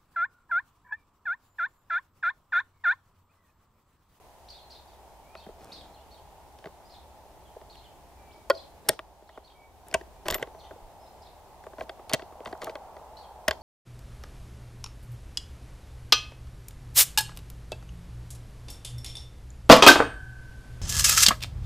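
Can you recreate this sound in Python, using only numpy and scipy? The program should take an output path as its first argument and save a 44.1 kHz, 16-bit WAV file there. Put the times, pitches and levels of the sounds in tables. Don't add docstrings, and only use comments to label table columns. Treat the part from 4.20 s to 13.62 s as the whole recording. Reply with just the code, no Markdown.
import sys
import numpy as np
from scipy import signal
from scipy.fft import rfft, irfft
from scipy.io import wavfile
from scipy.ndimage import uniform_filter1d

SR = 44100
rng = np.random.default_rng(int(sys.argv[2]) if len(sys.argv) > 2 else 0)


def wav_record(signal):
    frames = np.transpose(np.atleast_2d(signal))
    bounded = np.clip(frames, -1, 1)
    quanta = np.round(bounded * 32767).astype(np.int16)
    wavfile.write(sys.argv[1], SR, quanta)


def natural_amplitude(level_db):
    exponent = np.asarray(level_db, float) / 20
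    return 10 ** exponent


N = 415422


def evened(x):
    return x / np.sqrt(np.mean(x ** 2) + 1e-20)


def read(points, hz):
    f, value = np.transpose(points)
    return np.interp(np.log(hz + 1), np.log(f + 1), value)


def add(mix, s, sound):
    part = mix[..., max(round(s * SR), 0):][..., :sound.shape[-1]]
    part += sound[..., :part.shape[-1]]


def noise(colour, same, patchy_db, size=1024):
    frames, hz = 4 * N // size + 5, np.fft.rfftfreq(size, 1 / SR)
    a, b, c, d, patches = rng.standard_normal((frames, len(hz), 5)).T
    patches = uniform_filter1d(patches, size=8, axis=0)
    patches = evened(uniform_filter1d(patches, size=12288 // size, axis=1))
    same = np.clip(same(hz), 0, 1)[:, None]
    left = a + 1j * b
    right = same * left + np.sqrt(1 - same ** 2) * (c + 1j * d)
    z = np.array([left, right]) * natural_amplitude(read(colour, hz)[:, None] + patchy_db * patches)
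    return evened(signal.istft(z, nperseg=size, noverlap=3 * size // 4)[1][:, :N])


def road():
    # time in seconds, level in dB.
    roar_level = [(0.0, -58), (0.94, -55.5), (4.67, -56.5), (4.77, -54.5), (6.06, -56.5), (6.22, -52.5),
                  (7.26, -54.5), (8.58, -47.5), (9.42, -50.5)]
    # time in seconds, level in dB.
    rumble_level = [(0.0, -62), (1.05, -59.5), (4.67, -58), (5.17, -59.5), (5.61, -57), (6.85, -58),
                    (7.16, -59), (9.24, -59), (9.42, -56)]
    # frequency in Hz, density in dB per Hz.
    roar_colour = [(300, -23.5), (440, -9), (634, -0.5), (863, 2), (1180, -13.5), (1650, -25), (2600, -39),
                   (4000, -70)]
    rumble_colour = [(12, -26), (20, -8), (45, -4), (58, 1.5), (70, 5.5), (82, -6), (110, -8.5),
                     (265, -14.5), (420, -10), (600, -42)]
    # frequency in Hz, likeness from 0 to 1.
    far_likeness = [(60, 0.92), (130, 0.28), (290, 0.54), (640, 1), (1410, 0.96), (3100, 0.46)]

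    def same(hz):
        return read(far_likeness, hz)

    t = np.arange(N) / SR
    roar_db = np.interp(t, *np.transpose(roar_level)) + 0.77
    roar = natural_amplitude(roar_db) * noise(roar_colour, same, 0.5)
    rumble_db = np.interp(t, *np.transpose(rumble_level)) + 2.0
    rumble = natural_amplitude(rumble_db) * noise(rumble_colour, same, 0.54, size=4096)
    return roar + rumble


def hiss():
    # frequency in Hz, density in dB per Hz.
    hiss_colour = [(300, 3.5), (1650, 2.5), (3620, -1.5), (5210, -3.5), (15500, -7.5)]
    return natural_amplitude(-61.5) * noise(hiss_colour, lambda hz: 300 / (hz + 300), 0.7)


def far_birds():
    # start in seconds, length in seconds, Hz at start, Hz at end,
    # level in dB.
    sweeps = [
        (0.25, 0.036, 4400, 6400, -71),
        (.385, 0.079, 4210, 4100, -63.5),
        (0.466, 0.04, 5370, 7200, -76),
        (2.648, 0.034, 4760, 5200, -61),
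        (3.249, 0.043, 3500, 2940, -65),
        (4.106, 0.032, 2290, 5800, -59.5),
        (6.86, 0.022, 3630, 4500, -61.5),
        (9.408, 0.028, 4320, 4800, -51),
    ]
    # start in seconds, length in seconds, Hz at start, Hz at end, level in dB.
    whistles = [
        (1.02, .22, 2150, 2750, -65),
        (3.94, .32, 2370, 2250, -66),
        (5.335, .14, 2280, 2270, -60),
        (5.94, .1, 2350, 2450, -73),
        (6.41, .14, 2010, 1940, -72),
        (6.31, .18, 6030, 5970, -73),
        (6.78, .13, 5060, 5200, -68),
        (7.41, .1, 7140, 7140, -73),
    ]
    out = np.zeros(N)
    for s, length, start_hz, end_hz, db in whistles + sweeps:
        wobble = evened(uniform_filter1d(rng.standard_normal(16384), size=400))[:round(length * SR)]
        pitch = np.linspace(start_hz, end_hz, len(wobble)) + 25 * wobble
        level = natural_amplitude(db - 5 + 1.5 * wobble[::-1]) * signal.windows.tukey(len(pitch), .4)
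        add(out, s, level * np.sin(2 * np.pi * np.cumsum(pitch) / SR))
    return out


def sparrows():
    # share of the call's length, pitch as share of its top, level in dB.
    zigzag = [(0, .82, -6), (.14, 1, 0), (.32, .74, -2), (.44, .66, -18), (.56, .64, -5), (.78, .8, 0),
              (.88, .68, -1), (1, .68, -6)]
    shoulder = [(0, .62, -2.5), (.17, 0.96, -0.5), (.26, .79, -1.5), (.42, .78, -1), (.47, .63, -8),
                (.62, 0.72, -4), (.8, .7, -11.5), (1, .59, -7)]
    stairs = [(0, .83, 3), (.15, 0.99, 1.5), (.4, 0.99, -7.5), (.46, .84, -1.5), (.64, 0.8, -15),
              (.7, .7, -8), (.8, .75, -2), (1, .64, -8)]
    # start in seconds, length in seconds, top pitch in Hz, level in dB.
    zigzag_calls = [(0.673, 0.078, 4920, -68), (1.733, 0.1, 4320, -65.5), (3.56, 0.115, 4450, -61.5),
                    (5.07, 0.105, 4400, -63.5), (6.383, 0.098, 4566, -62), (7.016, 0.065, 5320, -63.5)]
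    shoulder_calls = [(.28, 0.12, 5350, -54.5), (.495, 0.11, 5350, -56.5), (1.514, 0.11, 5206, -51.5),
                      (2.69, 0.12, 5370, -59.5), (4.336, 0.11, 5240, -55.5)]
    stairs_calls = [(1.158, 0.094, 4500, -59.5), (1.903, 0.094, 4446, -61.5), (3.495, 0.072, 4500, -61),
                    (5.234, .095, 4520, -59), (8.965, 0.1, 4570, -60.5)]
    out = np.zeros(N)
    for shape, calls in [(zigzag, zigzag_calls), (shoulder, shoulder_calls), (stairs, stairs_calls)]:
        at, share, shape_db = np.transpose(shape)
        for s, length, top_hz, call_db in calls:
            u = np.linspace(0, 1, round(length * SR))
            chance = rng.standard_normal((3, 8192))
            wobble, rasp, flutter = (evened(uniform_filter1d(c, size=k))[:len(u)]
                                     for c, k in zip(chance, (120, 16, 400)))
            pitch = top_hz * (uniform_filter1d(np.interp(u, at, share), size=90) + 0.02 * wobble)
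            level = natural_amplitude(call_db + np.interp(u, at, shape_db) + 3.5 * flutter)
            level = level * (1 + 0.45 * rasp) * signal.windows.tukey(len(u), .15)
            add(out, s, level * np.sin(2 * np.pi * np.cumsum(pitch) / SR))
    return out


def bounced(x):
    # delay in seconds, level in dB.
    bounces = [(.011, -12), (.023, -11), (.041, -13), (.067, -17)]
    out = x.copy()
    for s, db in bounces:
        add(out, s, natural_amplitude(db) * x)
    return natural_amplitude(-1.2) * out


def hedge(x):
    # frequency in Hz, time to fall 60 dB in seconds.
    decay = [(300, 0.56), (2000, 0.17), (4000, .36), (6000, 0.31), (12000, 0.064)]
    taps = np.zeros((2, 16000))
    at = np.arange(200, 15980, 20) + rng.integers(0, 20, (2, 789))
    np.put_along_axis(taps, at, rng.choice([-1., 1.], at.shape), 1)
    hz, t, z = signal.stft(taps, SR, nperseg=256)
    t60 = np.maximum(read(decay, hz), .02)[:, None]
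    tail = signal.istft(z * natural_amplitude(-60 * t / t60), SR, nperseg=256)[1]
    return signal.fftconvolve(x[None], tail / np.linalg.norm(tail[0]), axes=1)[:, :N]


def ring(modes, drive, landing_db, chance):
    t = np.arange(4096) / SR
    hz, width, db = np.transpose(modes)[:, :, None]
    share = natural_amplitude(db + landing_db(hz[:, 0])[:, None]) * np.sign(chance[:len(hz), None])
    share = share / abs(np.exp(-2j * np.pi * hz * t[:len(drive)]) @ drive)[:, None] ** 0.9
    body = (share * np.exp(-np.pi * width * t) * np.cos(2 * np.pi * hz * t)).sum(0)
    out = signal.fftconvolve(drive, body)[:4096]
    return out / abs(out).max()


def crack(drive, lo_hz, hi_hz):
    band = signal.butter(2, [lo_hz, min(hi_hz, 20000)], "band", fs=SR, output="sos")
    out = signal.sosfilt(band, np.pad(drive, (0, 3072)))
    return out / abs(out).max()


def all_knocks():
    # start in seconds, stock peak in dB, action peak in dB, stock tone in Hz.
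    taps = [(1.152, -34, -39.5, 730), (2.4415, -37, -39.5, 640), (2.457, -31, -38, 564),
            (2.47, -32, -46, 540), (3.4136, -41.5, -46.5, 650), (5.0908, -38.5, -38.5, 760),
            (5.726, -36.5, -37, 604), (5.8107, -37.5, -38, 496), (6.0566, -31.5, -32.5, 803),
            (6.0649, -24.5, -31.5, 586), (6.135, -36, -26, 580), (6.182, -35.5, -30.5, 560),
            (6.271, -35, -47, 573), (7.438, -40, -42.5, 670), (7.5824, -30, -42.5, 674),
            (7.6091, -23.5, -30.5, 778), (7.6939, -29, -28.5, 606), (7.9144, -25.5, -30.5, 643),
            (7.927, -31, -25.5, 704), (7.9943, -32, -34, 710), (8.021, -33.5, -38.5, 484),
            (8.2044, -32.5, -44, 647), (8.2577, -26.5, -32.5, 736), (8.273, -31, -33, 800),
            (8.327, -25, -33.5, 520), (8.423, -29.5, -31, 900), (8.431, -31.5, -38, 654),
            (8.4957, -28.5, -31.5, 580), (8.5539, -27.5, -30.5, 635), (8.766, -33.5, -43.5, 665)]
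    # start in seconds, stock peak in dB, stock tone in Hz.
    thuds = [(1.264, -37.5, 393), (1.288, -35.5, 410), (1.29, -44, 387), (3.3645, -35, 544),
             (5.022, -38, 502), (5.1754, -27, 568), (6.346, -36.5, 657), (6.509, -33.5, 560),
             (7.466, -30, 618), (7.533, -35, 537), (7.794, -38, 527), (8.123, -36, 584), (8.349, -36, 770),
             (8.469, -24, 590), (8.477, -29, 665)]
    # start in seconds, action peak in dB, steel peak in dB.
    ticks = [
        (1.4447, -56, -40),
        (2.388, -46, -50),
        (3.555, -46, -46),
        (5.684, -59, -33),
        (5.713, -36, -39),
        (8.25, -44, -41),
        (8.376, -57, -48),
        (9.291, -35.5, -29),
        (9.326, -32, -52),
        (9.332, -45.5, -42),
    ]
    # start in seconds, then stock, action and steel peaks in dB, stock tone in Hz.
    blows = [(4.2994, -19, -20, -18, 760), (4.3025, -22, -18, -25, 603), (4.3047, -22.5, -22, -30, 600),
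             (4.6875, -21, -18.5, -5, 765), (4.6904, -23.5, -7, 0.5, 623), (4.791, -23, -23, -34, 692),
             (6.0835, -18, -18, -16, 980), (6.1021, -34.5, -19.5, -19, 644), (6.109, -30, -23, -16, 606),
             (6.124, -23.5, -22.5, -27.5, 530), (6.15, -22, -37, -26.5, 570), (7.9345, -22, -13, -9, 620),
             (7.946, -44.5, -36, -20, 700), (8.418, -32.5, -30.5, -36, 730),
             (8.444, -38.5, -32.5, -24, 505), (9.282, -24, -22, -11, 646), (9.3092, -19, -13.5, -22.5, 680)]
    clunks = [
        (5.7407, -17, -14, -15, 604),
        (6.1426, -47, -21, -16, 650),
        (6.2256, -32, -28, -32.5, 616),
        (7.8944, -32, -29, -28.5, 670),
        (7.938, -25, -13, -18, 620),
        (7.943, -28, -44, -25.5, 620),
        (9.2795, -19, -15, -47, 680),
    ]
    rows = [row + (1.52,) for row in blows]
    rows += [row + (3.8,) for row in clunks]
    rows += [(s, stock, action, action - 12, hz, 1.48) for s, stock, action, hz in taps]
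    rows += [(s, db, db - 21, db - 23, hz, 1.5) for s, db, hz in thuds]
    rows += [(s, action - 6, action, steel, 700, 1.6) for s, action, steel in ticks]
    return rows


def knocks():
    # frequency in Hz, width in Hz, level in dB.
    stock_modes = [(300, 110, -7.5), (393, 73, 7), (520, 136, 1), (642, 50, 0.5), (847, 147, -12.5),
                   (970, 500, 1.5), (1076.5, 100, -3.5)]
    action_modes = [(1531, 260, 4), (1644, 73, -9.5), (1943, 98, 0.5), (2174, 57, -10), (2700, 120, -8.5),
                    (3178, 99, -4.5), (3553, 66, -4.5), (4032, 450, -0.5), (4500, 330, 5.5)]
    steel_modes = [(5450, 310, 0.5), (6980, 370, -5.5), (7230, 820, -3), (8240, 1600, 5.5),
                   (10800, 830, -7), (11705, 680, -9), (12440, 710, -11), (14000, 1400, -12.5),
                   (14670, 600, -26)]
    out, t = np.zeros(N), np.arange(1024) / SR
    steep = signal.butter(3, [240, 1700], "band", fs=SR, output="sos")
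    muffle = signal.butter(3, 6000, fs=SR, output="sos")
    for s, stock_db, action_db, steel_db, stock_hz, chatter_ms in all_knocks():
        chance = rng.standard_normal(30)
        grit, shove = rng.standard_normal((2, 1024))
        u = t * 1000 / max(chatter_ms, .2)
        drive = grit * abs(grit) * (1 - np.exp(-u * 6)) * np.exp(-u ** 0.83)
        push = shove * (u / 1.2) * np.exp(-u / 1.25)
        snap = drive * np.exp(-.8 * u)
        dull = np.clip(steel_db - action_db, -25, 8)
        stock_hz = stock_hz * (1 + .035 * max(stock_db + 17, 0))

        def on_stock(hz):
            octaves = np.log2(hz / stock_hz)
            return -6. * octaves ** 2 - 12.0 * np.minimum(octaves, 0) ** 2

        def on_action(hz):
            return 0.58 * dull * np.log2(hz / 2000) + 2. * chance[-len(hz):]

        def on_steel(hz):
            return 0.89 * dull * np.log2(hz / 5000) + 2. * chance[10:10 + len(hz)]

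        wood = ring(stock_modes, push, on_stock, chance)
        action = ring(action_modes, drive, on_action, chance) + 0.88 * crack(drive, 900, 3600)
        steel = ring(steel_modes, snap, on_steel, chance) + 0.5 * crack(snap, 3400, 11500 + 250 * dull)
        sound = natural_amplitude(stock_db) * signal.sosfilt(steep, wood)
        sound = sound + natural_amplitude(action_db - 2.0) * signal.sosfilt(muffle, action)
        add(out, s, sound + natural_amplitude(steel_db - 3.5) * steel)
    return out


def jolts():
    # start in seconds, peak in dB, frequency in Hz.
    thumps = [(1.27, -41.5, 200), (2.46, -41, 169), (4.69, -35.5, 132), (5.74, -36, 159), (5.75, -40, 64),
              (6.099, -36, 70), (6.224, -41.5, 137), (7.937, -27.5, 140), (9.282, -29, 226),
              (9.29, -33.5, 69), (6.532, -45, 300), (6.1, -35, 32), (6.62, -44, 30), (1.3, -50, 32)]
    out, t = np.zeros(N), np.arange(4096) / SR
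    for s, db, hz in thumps:
        swell = 2.9 * (t * hz / 0.75) * np.exp(-t * hz / 0.62)
        add(out, s, natural_amplitude(db) * np.sin(2 * np.pi * hz * t) * swell)
    return out


def slides():
    # start in seconds, length in seconds, rms level in
    # dB.
    strokes = [(1.363, 0.4, -53.5), (4.639, 0.12, -52.5), (4.679, 0.065, -44.5), (5.657, 0.099, -53.5),
               (5.745, 0.075, -54), (6.051, 0.074, -39), (6.089, 0.082, -37), (6.191, .05, -44),
               (7.585, 0.061, -45.5), (7.905, 0.018, -39), (7.94, 0.047, -62.5), (8.261, 0.064, -46.5),
               (8.404, 0.12, -45), (9.275, 0.042, -54.5)]
    # frequency in Hz, density in dB per Hz.
    scrape_colour = [(200, 5.5), (600, 9), (2000, -9), (5000, -13.5), (10000, -22.5), (16000, -29)]
    level = np.zeros(N)
    for s, length, db in strokes:
        u = np.linspace(0, 1, round(length * SR))
        add(level, s, natural_amplitude(db - 5.9 * u) * signal.windows.tukey(len(u), .3))
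    rough = evened(uniform_filter1d(rng.standard_normal(N), size=90))
    grit = natural_amplitude(3.3 * np.minimum(level / natural_amplitude(-56.5), 1) * rough)
    return level * evened(grit * noise(scrape_colour, np.ones_like, 3.)[0])


def rings():
    # start in seconds, frequency in Hz, width in Hz, level in dB.
    picked_modes = [(2.457, 610, 80, -52), (2.457, 1970, 180, -35), (4.3, 560, 48, -6),
                    (4.3, 1052, 52, -13), (4.313, 3300, 200, -29), (4.314, 4400, 250, -30),
                    (4.302, 1445, 34, -19.5), (4.302, 1904, 47, -22), (4.302, 3240, 47, -27.5),
                    (4.302, 4390, 90, -29.5), (4.31, 658, 9, -35), (4.303, 388, 12, -39),
                    (4.303, 790, 120, -17), (4.304, 2500, 200, -27), (4.692, 605, 65, -16),
                    (4.6913, 1560, 150, -15), (4.69, 1870, 36, -27.5), (4.6905, 3720, 100, -25.5),
                    (4.6905, 4095, 160, -17), (4.692, 376.4, 50, -19.5), (4.691, 837, 46, -28),
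                    (4.6907, 8750, 380, -8), (5.741, 1550, 61, -19.5), (5.74, 2900, 79, -21),
                    (5.742, 945, 29, -26), (5.742, 1060, 34, -28), (5.741, 4960, 140, -27),
                    (5.743, 641, 40, -17), (6.227, 2010, 160, -20.5), (6.228, 3170, 400, -20),
                    (6.226, 1513, 100, -28), (6.226, 480, 120, -18), (6.508, 540, 53, -38),
                    (6.56, 480, 70, -38), (7.61, 1610, 81, -34), (7.936, 1955, 50, -18),
                    (7.934, 2760, 51, -25), (7.936, 640, 40, -24), (7.933, 3370, 120, -20),
                    (7.934, 255, 45, -23.5), (7.9345, 4550, 300, -14), (7.9345, 5950, 350, -13),
                    (8.328, 300, 71, -33), (9.281, 645, 55, -14), (9.28, 1340, 150, -18),
                    (9.28, 1890, 110, -13), (9.284, 3170, 230, -17), (9.281, 1085, 95, -29),
                    (9.282, 6560, 500, -19), (9.31, 1600, 350, -12), (9.311, 3250, 54, -37),
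                    (9.3103, 7100, 500, -21)]
    grip = 1.6
    out, t = np.zeros(N), np.arange(8192) / SR
    for s, hz, width, db in picked_modes:
        u = np.pi * 1.3 * width * t
        swell = u * np.exp((1 - u ** grip) / grip)
        add(out, s, natural_amplitude(db - 4.5) * swell * np.sin(2 * np.pi * hz * t))
    return out


def spring():
    # frequency in Hz, width in Hz, level in dB.
    spring_modes = [(11700, 60, -9), (12110, 20, 2), (12166, 20, 0), (12290, 55, 0)]
    # start in seconds, peak in dB.
    hits = [
        (6.109, -33),
        (6.1445, -22),
    ]
    out = np.zeros(N)
    for s, db in hits:
        add(out, s, natural_amplitude(db) * ring(spring_modes, np.ones(1), np.zeros_like, np.ones(len(spring_modes))))
    return out


def ports(x):
    # frequency in Hz, side level against mid in dB.
    near_side = [(110, -15.5), (380, -12), (700, -19), (1290, -18), (2380, -1.5), (4400, -12), (8120, -7),
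                 (15000, 0)]
    hz = np.fft.rfftfreq(N, 1 / SR)
    side = irfft(rfft(x) * np.exp(1.45j) * natural_amplitude(read(near_side, hz)), N)
    return x + np.array([side, -side])


def scene():
    gun = knocks() + jolts() + slides() + rings() + spring()
    song = bounced(far_birds() + sparrows())
    echoes = hedge(natural_amplitude(-25.5) * gun + natural_amplitude(-0.5) * song)
    return ports(gun) + natural_amplitude(5) * song + echoes + road() + hiss()


def top_cut(x):
    return signal.sosfilt(signal.butter(12, 17000, fs=SR, output="sos"), x)


def record(dry):
    peak_s = abs(np.diff(dry.mean(0))).argmax() / SR
    since = np.arange(N) / SR - peak_s
    dip_db = 4.1 * np.clip((since - .05) / 0.042, 0, 1) * np.clip((1.05 - since) / 0.24, 0, 1)
    hz = np.fft.rfftfreq(N, 1 / SR)
    notch_db = -5. * np.exp(-((hz - 12550) / 90) ** 2)
    edge_db = -.06 * np.maximum(hz - 15560, 0)
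    held = np.clip(dry, -.93, .93) * natural_amplitude(-dip_db)
    return top_cut(irfft(rfft(held) * natural_amplitude(notch_db + edge_db), N))


dry = scene()
out = record(dry)
wav_record(out)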